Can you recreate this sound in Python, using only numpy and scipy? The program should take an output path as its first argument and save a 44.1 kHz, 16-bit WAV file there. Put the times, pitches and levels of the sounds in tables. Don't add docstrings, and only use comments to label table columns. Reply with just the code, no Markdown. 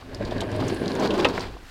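import sys
import numpy as np
from scipy import signal
from scipy.fft import rfft, irfft
from scipy.io import wavfile
from scipy.ndimage import uniform_filter1d

SR = 44100
rng = np.random.default_rng(int(sys.argv[2]) if len(sys.argv) > 2 else 0)


def generate_wav(sig):
    pcm = np.round(np.clip(np.atleast_2d(sig).T, -1, 1) * 32767).astype(np.int16)
    wavfile.write(sys.argv[1], SR, pcm)


N = 74970
T = np.arange(N) / SR

# (f/Hz, level/dB)
AIR_ENVELOPE = [(0, -53), (1.6, -52), (1.69, -46)]
AIR_SPECTRUM = [(15, -35), (25, 16.5), (86, -9), (582, -23), (1240, -7), (1660, -4.5), (1900, -9),
                (2230, -9.5), (3530, -13.5), (4150, -14.5), (15500, -31)]
# (t/s, level/dB)
BOOM_ENVELOPE = [(0, -52), (.1, -49.5), (.22, -34), (.29, -42), (.36, -34), (.47, -39.5), (.57, -28),
                 (.7, -34.5), (.9, -41), (1.05, -40), (1.3, -42.5), (1.47, -42), (1.68, -70)]
SWAY_ENVELOPE = [(0, -48.5), (.18, -40.5), (.26, -37), (.42, -39), (.9, -46), (1.2, -40), (1.55, -40.5),
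                 (1.7, -49.5)]
# (f/Hz, nominal width/Hz, level/dB)
CABIN_RESONANCES = [(102, 8, 0), (117, 9, -5)]
BODY_RESONANCES = [(27.6, 14, 4.5), (52.8, 10.4, 2.5), (64, 45, -6.5)]
RAIL_RESONANCES = [(1620, 87, 3), (1724, 50, -2), (9800, 1300, -22.5)]
PANEL_RESONANCES = [(205, 10, 0), (260, 12, 3), (350, 22, 0), (390, 22, 0), (452, 22, -8), (583, 16, -7),
                    (625, 16, -8), (1030, 50, -19)]
# (t/s, duration/s, f/Hz, peak level/dB)
ROLLER_SQUEALS = [(.69, 0.05, 9300, -58), (.735, 0.023, 9500, -52), (.79, 0.033, 9350, -55)]
PANEL_DRONES = [(.2, 0.031, 560, -29), (.49, 0.14, 614, -32.5), (.59, 0.065, 262, -27),
                (.79, 0.044, 258, -26.5), (.96, 0.13, 641, -27.5), (.98, .13, 360, -26.5),
                (1.08, 0.095, 582, -29), (1.1, 0.14, 366, -34), (1.17, 0.26, 205, -33.5)]
# (t/s, peak level/dB, centre f/Hz, T60/s)
FITTING_TICKS = [(.146, -28.5, 4900, 0.023), (0.25, -31.5, 4270, 0.054), (0.309, -32, 3680, 0.088),
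                 (0.381, -31.5, 3900, 0.016), (0.406, -20, 3380, 0.012), (0.4093, -27, 7300, 0.015),
                 (0.4151, -24, 3350, 0.028), (0.516, -35, 6400, 0.0072), (0.563, -35.5, 8950, 0.0086),
                 (0.681, -28, 6260, 0.039), (.744, -39.5, 8440, 0.04), (0.858, -26.5, 3870, 0.016),
                 (.880, -19.5, 4200, 0.007), (0.9175, -25.5, 4200, 0.011), (0.953, -29, 6170, 0.011),
                 (.997, -29.5, 5860, 0.033), (1.034, -31, 4700, 0.061), (1.058, -30, 4560, .02),
                 (1.074, -25, 4140, 0.015), (1.106, -19.5, 3030, 0.047), (1.139, -36, 5730, 0.015),
                 (1.178, -36, 7060, 0.014), (1.199, -25, 3700, 0.032), (1.209, -29, 4680, 0.015),
                 (1.287, -26, 4770, 0.014), (1.395, -31.5, 5340, 0.033), (1.407, -25.5, 4460, 0.024)]
GUIDE_KNOCKS = [(.024, -36.5, 1020, 0.044), (0.204, -20, 456, 0.07), (.315, -23.5, 630, 0.093),
                (.418, -23, 720, 0.052), (.488, -31, 635, 0.043), (0.593, -24, 830, 0.029),
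                (.623, -24, 870, 0.043), (1.035, -15.5, 373, 0.032), (1.251, -13, 517, 0.035),
                (1.3784, -14.5, 1480, 0.028), (1.38, -24, 328, 0.088), (1.436, -31, 1590, .1),
                (1.565, -33.5, 810, 0.023)]
# (t/s, relative level/dB)
RUMBLE_ENVELOPE = [(0, -54), (.07, -41.5), (.135, -38.5), (.185, -41), (.215, -30), (.26, -34), (.37, -28),
                   (.47, -31.5), (.56, -29), (.65, -26.5), (.73, -26.5), (.775, -32.5), (.815, -26.5),
                   (.94, -27), (1.04, -23), (1.1, -23.5), (1.23, -22.5), (1.3, -26), (1.42, -36),
                   (1.56, -47), (1.7, -58)]
SCRAPE_ENVELOPE = [(0, -55.5), (.17, -54), (.33, -42.5), (.48, -51), (.58, -38.5), (.69, -40.5),
                   (.78, -42.5), (.97, -42.5), (1.04, -32.5), (1.13, -40), (1.2, -32), (1.235, -38.5),
                   (1.33, -39.5), (1.42, -38.5), (1.445, -43.5), (1.5, -49), (1.62, -59)]
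# (f/Hz, level/dB)
EARLY_SPECTRUM = [(88, -16), (150, -5), (365, -4.5), (634, -5.5), (785, -18.5), (1010, -14), (1350, -26.5),
                  (1620, -14), (1910, -22.5), (3000, -28.5), (3900, -52), (6600, -120)]
MIDWAY_SPECTRUM = [(88, -44), (150, -6), (264, -4.5), (306, -6), (384, -2.5), (1060, -25.5), (1400, -31),
                   (1620, -19.5), (1890, -28.5), (3000, -31.5), (3900, -56), (6600, -120)]
LATE_SPECTRUM = [(88, -50), (150, -7.5), (200, -6.5), (365, -3.5), (539, -7), (588, -14), (1050, -13),
                 (1280, -25.5), (1540, -17.5), (3000, -48), (3900, -41), (6600, -120)]
SCRAPE_SPECTRUM = [(700, 16.5), (1600, 4.5), (3100, 4), (4700, 3), (6000, -9.5), (7700, -11.5),
                   (10000, -20), (15500, -24.5)]
# (t/s, peak level/dB, passband centre f/Hz)
CATCH_IMPACTS = [(1.247, -7, 2900), (1.2507, -6, 790), (1.2562, -15, 1190)]
# (f/Hz, level/dB, T60/s)
CATCH_MODES = [(480, 2, .1), (620, 2, .06), (795, -1, .07), (942, -3, .13), (1030, -2, .07), (1135, 1, .05),
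               (1285, -2, .09), (1825, -4, .07), (2096, -4, .08), (2515, -1, .07), (2604, -1, .07),
               (2822, -3, .06), (3015, -4, .08), (3627, -4, .08), (3740, -5, .06), (5050, -10, .06)]
# (f/Hz, level/dB)
CRACK_SPECTRUM = [(350, -8), (1100, 0), (2000, -6), (2900, 0.5), (4000, -6), (6500, -16.5), (15000, -27)]

BUMPS_PER_S, BUMP_SPREAD_DB, GRIT_PER_S = 2500, 2, 9000
BURST_SAMPLES = SR // 4


def undb(db):
    return 10 ** (np.asarray(db) / 20)


def unit(x):
    return x / np.sqrt(np.mean(x ** 2))


def envelope(rows):
    return undb(np.interp(T, *np.array(rows).T))


def band(x, hz, width_hz):
    quality = hz / min(width_hz, .3 * SR)
    return signal.lfilter(*signal.iirpeak(min(hz, .45 * SR), quality, fs=SR), x)


def ring(x, resonances):
    return unit(sum(undb(db) * band(band(x, hz, 2 * w), hz, 2 * w) for hz, w, db in resonances))


def colour(x, spectrum):
    hz, db = np.array(spectrum).T
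    log_f = np.log(np.fft.rfftfreq(N, 1 / SR) + 1)
    outside = np.maximum(np.log(hz[0]) - log_f, 0) + np.maximum(log_f - np.log(hz[-1]), 0)
    gain = undb(np.interp(log_f, np.log(hz), db) - 40 * outside)
    return unit(irfft(rfft(x) * gain, N))


def wander(per_s):
    jagged = np.interp(T * per_s, np.arange(400), rng.standard_normal(400))
    return unit(uniform_filter1d(jagged, int(SR / per_s) // 2))


def impacts(per_s, spread_db):
    contacts = (rng.random(N) < per_s / SR) * rng.choice([-1, 1], N)
    return contacts * undb(spread_db * np.minimum(rng.exponential(size=N), 5))


def steady(x, span_s):
    return x / np.sqrt(uniform_filter1d(x ** 2, int(span_s * SR)) + 1e-6)


def decay(t60):
    return undb(-60 * T[:BURST_SAMPLES] / t60)


def add(out, at, peak_db, x):
    start = int(at * SR)
    x = x[:N - start]
    out[start:start + len(x)] += x * undb(peak_db) / np.abs(x).max()


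def open_air():
    return envelope(AIR_ENVELOPE) * colour(rng.standard_normal(N), AIR_SPECTRUM)


def cabin():
    boom = steady(ring(rng.standard_normal(N), CABIN_RESONANCES), span_s=0.084)
    sway = steady(ring(rng.standard_normal(N), BODY_RESONANCES), span_s=0.28)
    return boom * envelope(BOOM_ENVELOPE) + sway * envelope(SWAY_ENVELOPE)


def rail():
    level_db, flicker_db, middle_s, spread_s = -48.5, 2, 0.77, 0.27
    swell = np.exp(-.5 * ((T - middle_s) / spread_s) ** 2)
    gain = undb(level_db + flicker_db * wander(per_s=27))
    return gain * swell * ring(impacts(GRIT_PER_S, BUMP_SPREAD_DB), RAIL_RESONANCES)


def driven_tones(rows, pitch_spread, flutter_db, per_s):
    out = np.zeros(N)
    for at, duration, hz, db in rows:
        swell = np.sin(np.pi * np.clip((T - at) / duration, 0, 1))
        phase = 2 * np.pi * np.cumsum(hz * (1 + pitch_spread * wander(per_s))) / SR
        out += swell * undb(db + flutter_db * wander(per_s)) * np.sin(phase)
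    return out


def fittings():
    out = np.zeros(N)
    tail = undb(-21) * decay(t60=0.14)
    for at, db, hz, t60 in FITTING_TICKS:
        burst = rng.standard_normal(BURST_SAMPLES) * (decay(t60) + tail)
        tick = band(burst, hz, width_hz=0.22 * hz)
        add(out, at, db, band(tick, hz, width_hz=hz))
    return out


def guides():
    out = np.zeros(N)
    for at, db, hz, t60 in GUIDE_KNOCKS:
        burst = band(rng.standard_normal(BURST_SAMPLES) * decay(t60), hz, width_hz=0.78 * hz)
        lowpass = signal.butter(4, 1.35 * hz, fs=SR)
        add(out, at, db, signal.lfilter(*lowpass, burst))
    return out


def rumble():
    bumps = impacts(BUMPS_PER_S, BUMP_SPREAD_DB)
    early = np.interp(T, (.45, .62), [1, 0])
    late = np.interp(T, (.88, 1.02), [0, 1])
    track = (early * colour(bumps, EARLY_SPECTRUM)
             + (1 - early - late) * colour(bumps, MIDWAY_SPECTRUM)
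             + late * colour(bumps, LATE_SPECTRUM))
    panel = steady(ring(impacts(BUMPS_PER_S, BUMP_SPREAD_DB), PANEL_RESONANCES), span_s=0.099)
    return undb(-0.52) * steady(track + undb(-1.5) * panel, span_s=0.066) * envelope(RUMBLE_ENVELOPE)


def scrape():
    gain_db, flicker_db = 0.5, 2.3
    grit = colour(impacts(GRIT_PER_S, spread_db=2.5), SCRAPE_SPECTRUM)
    crackle = undb(-4) * colour(impacts(per_s=350, spread_db=1), SCRAPE_SPECTRUM)
    return undb(gain_db + flicker_db * wander(per_s=74)) * (grit + crackle) * envelope(SCRAPE_ENVELOPE)


def rollers(judder_db=1):
    return (rumble() + scrape()) * undb(judder_db * wander(per_s=55))


def catch():
    out = np.zeros(N)
    t = T[:BURST_SAMPLES]
    for at, peak_db, centre_hz in CATCH_IMPACTS:
        modes = sum(undb(db) * decay(t60) * np.sin(2 * np.pi * (hz * t + rng.random()))
                    for hz, db, t60 in CATCH_MODES)
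        crack = colour(rng.standard_normal(N), CRACK_SPECTRUM)[:BURST_SAMPLES] * decay(t60=0.046)
        clack = unit(modes) + undb(-1) * unit(crack)
        add(out, at, peak_db, band(clack, centre_hz, width_hz=centre_hz))
    return out


def scene():
    air = open_air()
    door = rollers() + rail() + cabin() + fittings() + guides() + catch()
    drones = driven_tones(PANEL_DRONES, pitch_spread=0.00783, flutter_db=0.5, per_s=35)
    squeals = driven_tones(ROLLER_SQUEALS, pitch_spread=.007, flutter_db=1, per_s=250)
    return (air + door + drones + squeals)[None]


def record(dry):
    cutoff_hz = 15900
    return signal.sosfilt(signal.ellip(10, .2, 80, cutoff_hz, fs=SR, output="sos"), dry)


dry = scene()
out = record(dry)
generate_wav(out)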